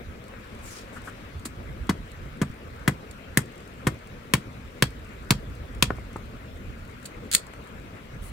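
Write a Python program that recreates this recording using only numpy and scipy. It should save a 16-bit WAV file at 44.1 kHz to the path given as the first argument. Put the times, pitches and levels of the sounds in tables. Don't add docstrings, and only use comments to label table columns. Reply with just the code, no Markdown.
import sys
import numpy as np
from scipy import signal
from scipy.fft import rfft, irfft
from scipy.io import wavfile
from scipy.ndimage import uniform_filter1d

SR = 44100
rng = np.random.default_rng(int(sys.argv[2]) if len(sys.argv) > 2 else 0)


def bounce(signal):
    frames = np.transpose(np.atleast_2d(signal))
    limited = np.clip(frames, -1, 1)
    pcm = np.round(limited * 32767).astype(np.int16)
    wavfile.write(sys.argv[1], SR, pcm)


N = 366912
T = np.arange(8192) / SR

# (start_s, crack_db, thump_db, tock_hz, tock_db against the crack,
# upper_resonance_hz, treble_db)
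BLOWS = [(1.455, -36, -34, 1270, -9, 7560, 6), (1.893, -24, -16.5, 1034, -4, 4520, -11.5),
         (2.4155, -28, -17, 1680, -5.5, 8000, -13), (2.8774, -19.5, -15, 1700, -4, 13250, -12),
         (3.3728, -17.5, -16, 1813, -2.5, 9800, 2), (3.8687, -20.5, -16, 1690, -12, 10100, -14),
         (4.3370, -15.5, -15.5, 1810, -10, 2980, -1.5), (4.8235, -15.5, -16.5, 1680, -9.5, 3520, -3.5),
         (5.3064, -15, -14, 2120, -7.5, 3900, -4), (5.8247, -13.5, -19.5, 2390, -8, 3570, -0.5)]
# (pitch_hz, level_db)
SNAP_COLOUR = [(200, -6), (950, -31), (1350, -3.5), (2400, -3), (3400, -5.5), (4400, 3), (5700, -7.5),
               (6600, 1), (7900, 5.5), (9500, -0.5), (11000, -4.5), (13000, -10.5), (16000, -7.5)]

BUMP_RISE_S, BUMP_T60_S = 0.00051, 0.02


def amp(db):
    return 10 ** (np.asarray(db) / 20)


def unit(x):
    return x / np.sqrt(np.mean(x ** 2) + 1e-20)


def burst(x):
    return unit(x) * np.sqrt(.01 * SR / x.shape[-1])


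def read(points, hz):
    f, value = np.transpose(points)
    return np.interp(np.log(hz + 1e-6), np.log(f), value)


def add(mix, s, sound):
    part = mix[:, max(round(s * SR), 0):][:, :sound.shape[1]]
    part += sound[:, :part.shape[1]]


def colour(x, curve):
    size = 2 * len(T)
    log_gain = np.log(amp(curve(abs(np.fft.fftfreq(size, 1 / SR)))))
    response = np.exp(np.conj(signal.hilbert(log_gain)))
    taps = np.fft.ifft(response).real[:len(T) // 2]
    return signal.oaconvolve(x, taps[None], axes=1)[:, :x.shape[1]]


def hump(hz, centre_hz, octaves):
    return np.exp(-.5 * (np.log2((hz + 1) / centre_hz) / octaves) ** 2)


def lean(x, side):
    half_db = read(side, np.fft.rfftfreq(N, 1 / SR)) / 2
    return irfft(rfft(x) * amp([half_db, -half_db]), N)


def water(patch_db=2.0, lead_s=0.00056, level_db=-42.84):
    # (pitch_hz, level_db per Hz)
    water_colour = [(59, -13), (100, 1), (162, -11), (228, -4), (287, -11), (370, -13), (487, -10.5),
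                    (825, -20.5), (1290, -16.5), (1920, -22), (2090, -21), (5280, -36), (8410, -40.5),
                    (10400, -43.5), (15500, -58.5)]
    # (pitch_hz, likeness 0-1)
    likeness = [(250, 0.9), (650, 0.79), (1000, 0.37), (1400, 0.15), (1800, 0.17), (3000, 0.27),
                (5000, 0.15)]
    # (pitch_hz, left_minus_right_db)
    water_side = [(150, 0.5), (400, 3), (800, 0.5), (1300, 3.6), (2400, 8.8), (4400, 1), (8000, 3.8),
                  (10500, 5), (14000, 32)]
    frames, hz = N // 256 + 5, np.fft.rfftfreq(1024, 1 / SR)
    a, b, c, d, patches = rng.standard_normal((5, frames, len(hz)))
    patches = uniform_filter1d(patches, size=7, axis=0)
    patches = unit(uniform_filter1d(patches, size=12, axis=1))
    same = np.clip(read(likeness, hz), 0, 1)
    left = a + 1j * b
    delay = np.exp(-2j * np.pi * hz * lead_s * hz / (hz + 250))
    right = same * left * delay + np.sqrt(1 - same ** 2) * (c + 1j * d)
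    z = np.array([left, right]) * amp(read(water_colour, hz) + patch_db * patches)
    hiss = signal.istft(z.swapaxes(1, 2), nperseg=1024, noverlap=768)[1][:, :N]
    return amp(level_db) * unit(lean(hiss, water_side))


def wind(apart=0.35, buffet_db=4.0, lift_db=2.66):
    # (time_s, level_db)
    gusts = [(0.0, -43), (0.16, -52.5), (1.04, -51), (1.48, -45.5), (1.85, -42.5), (2.17, -49.5),
             (2.8, -45.5), (3.12, -53), (4.32, -52.5), (4.51, -51), (5.15, -47), (5.57, -41), (5.8, -38),
             (6.26, -46), (6.7, -42), (6.94, -50.5), (7.7, -55), (8.3, -47.5)]
    # (pitch_hz, level_db)
    rumble_colour = [(15, -31), (35, -2), (60, -0.5), (90, -5.5), (140, -13), (300, -26.5), (1000, -64.5)]
    noise = rng.standard_normal((4, N))
    rumble = unit(colour(noise[0] + apart * noise[1:3], lambda f: read(rumble_colour, f)))
    buffets = unit(uniform_filter1d(uniform_filter1d(noise[3], size=3000), size=2000))
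    strength_db = np.interp(np.arange(N) / SR, *np.transpose(gusts)) + buffet_db * buffets
    return rumble * amp(lift_db + strength_db) * amp([[-1.8], [.3]])


def contact(rise, t60, shared, size=70):
    shared = np.clip(shared, 0, 1)
    noise = rng.standard_normal((3, len(T)))
    mixed = np.sqrt(shared) * noise[0] + np.sqrt(1 - shared) * noise[1:]
    spray = mixed * (1 - np.exp(-T / rise)) * 1e-3 ** (T / t60)
    z = rfft(spray)
    even = irfft(z / np.sqrt(uniform_filter1d(abs(z) ** 2, size, axis=1)))
    return even * (T < T[-1] / 2)


def grit(per_s=22, level_db=-71, spread_db=4.5):
    strengths = amp(spread_db * np.minimum(rng.exponential(1, N), 3))
    clicks = (rng.random(N) < per_s / SR) * strengths
    tick = contact(rise=0.00013, t60=.015, shared=0.52)
    ticks = signal.oaconvolve(clicks[None], tick, axes=1)[:, :N]
    return amp(level_db) * unit(colour(ticks, lambda f: read(SNAP_COLOUR, f)))


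def shuffle(start_s=.3, length_s=1.18, level_db=-53, fade=0.47):
    out, size = np.zeros((2, N)), int(length_s * SR)
    soil = colour(rng.standard_normal((2, N)), lambda f: 35 * hump(f, 1350, octaves=1.7))[:, :size]
    add(out, start_s, amp(level_db) * unit(soil) * signal.windows.tukey(size, fade))
    return out


def knock(hz, rise, t60, lift_db):
    # (multiple of the centre pitch, level_db)
    knock_colour = [(.1, 2.5), (.35, 7.5), (.7, 0.5), (1, 5), (1.35, 2.5), (1.9, -12.5), (4, -33),
                    (12, -48)]
    force = contact(rise, t60, shared=0.72)
    return burst(colour(force, lambda f: read(knock_colour, f / hz) + lift_db * hump(f, hz, octaves=0.3)))


def heave(hz=70, decay=0.015, rise=0.011):
    wave = np.sin(2 * np.pi * hz * rng.uniform(0.84, 1.34) * T)
    return burst(wave * (1 - np.exp(-T / rise)) * np.exp(-T / decay))


def bumps(heave_db=-5):
    # (start_s, level_db, centre_hz)
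    landings = [(0.3366, -44, 1400), (2.497, -32, 161), (5.6352, -44, 680), (5.9041, -23.5, 1130),
                (5.984, -41, 820), (6.159, -31.5, 1030), (7.5356, -46, 1820)]
    out = np.zeros((2, N))
    for s, db, hz in landings:
        dull = knock(hz, BUMP_RISE_S, BUMP_T60_S, lift_db=-1)
        add(out, s, amp(db) * (dull + amp(heave_db) * heave()))
    return out


def resonate(x, hz, width):
    turn, r = np.exp(2j * np.pi * np.cumsum(hz) / SR), np.exp(-np.pi * width / SR)
    return 2 * (turn * signal.lfilter([1 - r], [1, -r], x / turn)).real


def stroke(length, hz, sink, swish_db, grain_db=4, hiss_width_hz=6000, width_hz=450,
           overtone=1.58, overtone_db=-5, clump_db=1.5):
    shape = (2, int(length * SR))
    clumps = unit(uniform_filter1d(rng.standard_normal(shape[1]), size=500))
    grain_levels = grain_db * np.minimum(rng.exponential(1, shape), 2) + clump_db * clumps
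    grains = rng.standard_normal(shape) * amp(grain_levels)
    track = hz * np.linspace(1 + sink, 1 - sink, shape[1])
    hiss = resonate(resonate(grains, track, hiss_width_hz), track, hiss_width_hz)
    upper_band = amp(overtone_db) * resonate(grains, overtone * track, width_hz)
    swish = resonate(grains, track, width_hz) + upper_band
    rub = unit(hiss) + amp(swish_db) * unit(swish)
    return unit(rub * signal.windows.tukey(shape[1], .7))


def brushes():
    # (start_s, length_s, level_db, centre_hz, sink either side as a share of the centre)
    sleeve_strokes = [(0.588, .275, -49, 6030, 0.46), (8.208, 0.11, -53.5, 9700, .05)]
    out = np.zeros((2, N))
    for s, length, db, hz, sink in sleeve_strokes:
        add(out, s, amp(db) * stroke(length, hz, sink, swish_db=-8))
    return out


def scuffs(sand_db=-19.5, sand_hz=7940, sand_s=0.079):
    # (start_s of the rub, level_db)
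    drags = [(.96, -38), (1.072, -36)]
    out = np.zeros((2, N))
    for s, db in drags:
        add(out, s, amp(db) * knock(1350, rise=0.0017, t60=0.11, lift_db=11))
        sand = stroke(sand_s, sand_hz, sink=.05, swish_db=-20)
        add(out, s - sand_s / 2, amp(db + sand_db) * sand)
    return out


def ring(detune=0.013, port_radians=2.0):
    # (pitch_hz, level_db, t60_s)
    modes = [(999, 13, 0.034), (1283, -7.5, 0.13), (1800, -10, 0.028), (2150, -18.5, 0.018),
             (2730, -36, .04), (3320, 14, 0.021), (4510, 4, 0.034), (4730, -20, 0.066), (5630, -9, 0.047),
             (6680, 5, 0.026), (7300, 0, 0.053), (8200, -17, 0.14), (9300, -13, 0.052)]
    hz, db, t60 = np.transpose(modes)[:, :, None]
    shift, start, *ports = rng.uniform(-1, 1, (4, len(modes), 1))
    phase = np.pi * start + port_radians * np.array(ports)
    waves = np.sin(2 * np.pi * hz * (1 + detune * shift) * T + phase)
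    return burst((amp(db) * 1e-3 ** (T / t60) * waves).sum(1))


def snaps(ring_db=-11, side_db=-2):
    # (start_s, level_db)
    breaks = [(1.3953, -55), (2.116, -53.5), (3.1111, -47), (3.6043, -59), (5.7479, -54.5), (6.1663, -55),
              (7.028, -55), (7.3144, -29), (7.322, -34), (7.3271, -28.5), (7.3352, -24.5), (7.349, -12.5),
              (7.467, -53.5), (7.536, -55.5)]
    # (start_s, level_db)
    scrapes = [(1.452, -34.5), (7.0545, -36.5), (7.339, -22.5)]
    out = np.zeros((2, N))
    for events, rise, t60 in (breaks, 0.00036, 0.019), (scrapes, .008, 0.029):
        for s, db in events:
            force = burst(contact(rise, t60, shared=0.12, size=200)) + amp(ring_db) * ring()
            snap = colour(force, lambda f: read(SNAP_COLOUR, f))
            add(out, s, amp(db) * burst(snap) * amp([[side_db], [-side_db]]))
    return out


def tock(hz, swell=0.00076):
    return burst(-np.sin(2 * np.pi * hz * T) * T * np.exp(-T / swell))


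def thump(hz, lead_hz=330, glide=0.003, rise=0.0028, decay=0.008):
    turns = np.cumsum(hz + lead_hz * np.exp(-T / glide)) / SR
    return burst(-np.sin(2 * np.pi * turns) * (1 - np.exp(-T / rise)) * np.exp(-T / decay))


def blows(ring_db=-8, heave_db=-12, upper_octaves=0.42):
    # (pitch_hz, level_db)
    crack_colour = [(100, 0.5), (330, -3), (440, 5.5), (560, -0.5), (840, -10.5), (1050, 4.5), (1420, -2),
                    (2000, 2.5), (3300, -5.5), (5700, -5.5), (8000, -3), (10000, -5), (13000, -10),
                    (16000, -11)]
    usual_db, rise_s, rise_halves_db = -18, 0.00067, 0.5
    upper_lift_db, upper_db_per_db = 3.5, 1.28
    thump_hz, loose_hz, bedding_blows = 119.5, 91, 1.3
    out = np.zeros((2, N))
    for k, (s, db, thump_db, tock_hz, tock_db, upper_hz, treble_db) in enumerate(BLOWS):
        harder_db = db - usual_db
        rise = rise_s * 2 ** (-harder_db / rise_halves_db)
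        force = contact(rise, t60=0.025, shared=0.54)
        crack = burst(colour(force, lambda f: read(crack_colour, f))) + amp(ring_db) * ring()
        lift_db = upper_lift_db + upper_db_per_db * max(harder_db, 0)
        crack = colour(crack, lambda f: lift_db * hump(f, upper_hz, upper_octaves)
                       + treble_db * f ** 2 / (f ** 2 + 3500 ** 2))
        clack = burst(crack) + amp(tock_db) * tock(tock_hz)
        slab_hz = thump_hz + loose_hz * np.exp(-k / bedding_blows)
        thud = thump(slab_hz) + amp(heave_db) * heave()
        add(out, s, amp(db) * clack + amp(thump_db) * thud)
    return out


def settling(uneven_db=3, uneven_s=0.0036):
    hop_s, hop_knock_db, hop_thud_db = .0135, -15, -20.5
    rock_s, rock_db = .044, -18
    out = np.zeros((2, N))
    chances = rng.uniform(-0.95, 1, (len(BLOWS), 2))
    for (s, _, thump_db, *_), (size, late) in zip(BLOWS, chances):
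        landing = amp(hop_knock_db) * knock(1150, BUMP_RISE_S, t60=0.024, lift_db=-0.5)
        thud = amp(hop_thud_db) * thump(171, lead_hz=123)
        add(out, s + hop_s, amp(thump_db) * (landing + thud))
        rock = amp(thump_db + rock_db + uneven_db * size) * thump(125, lead_hz=119)
        add(out, s + rock_s + uneven_s * late, rock[None])
    return out


def hillside(x, tail_db=-16, echo_db=-1, onset=0.0029, skew=.0003):
    # (delay_s, level_db before echo_db)
    echoes = [(.0056, -17.5), (.0095, -19.5), (0.0151, -18), (0.0312, -28), (.0445, -34)]
    # (pitch_hz, t60_s)
    tail_fade = [(120, 0.2), (500, 0.19), (1500, 0.11), (5000, 0.17), (15000, 0.092)]
    hz, t, z = signal.stft(rng.standard_normal((2, SR // 2)), SR, nperseg=256)
    tail = signal.istft(z * 1e-3 ** (t / read(tail_fade, hz)[:, None]), SR, nperseg=256)[1]
    tail *= 1 - np.exp(-(np.arange(tail.shape[1]) / SR / onset) ** 2)
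    low_pass = signal.butter(2, 600, fs=SR, output="sos")
    tail[1] += signal.sosfiltfilt(low_pass, tail[0] - tail[1])
    response = amp(tail_db) * tail / np.linalg.norm(tail[0])
    for s, db in echoes:
        arrival = ((s + skew * rng.uniform(-1, 1, 2)) * SR).astype(int)
        response[[0, 1], arrival] += amp(db + echo_db)
    return x + signal.fftconvolve(x, response, axes=1)[:, :N]


def scene():
    # (pitch_hz, left_minus_right_db)
    stone_side = [(500, 0), (1100, 3.5), (2100, 10.5), (3600, -3), (5500, -2), (8200, 7.5), (11000, -1.5),
                  (15000, 2)]
    near = grit() + shuffle() + bumps() + brushes() + scuffs() + snaps() + blows() + settling()
    return water() + wind() + lean(hillside(near), stone_side)


def record(dry, edge_hz=15850):
    low_pass = signal.firwin(511, edge_hz, window=("kaiser", 9), fs=SR)
    return signal.oaconvolve(np.clip(dry, -.93, .93), low_pass[None], "same")


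dry = scene()
out = record(dry)
bounce(out)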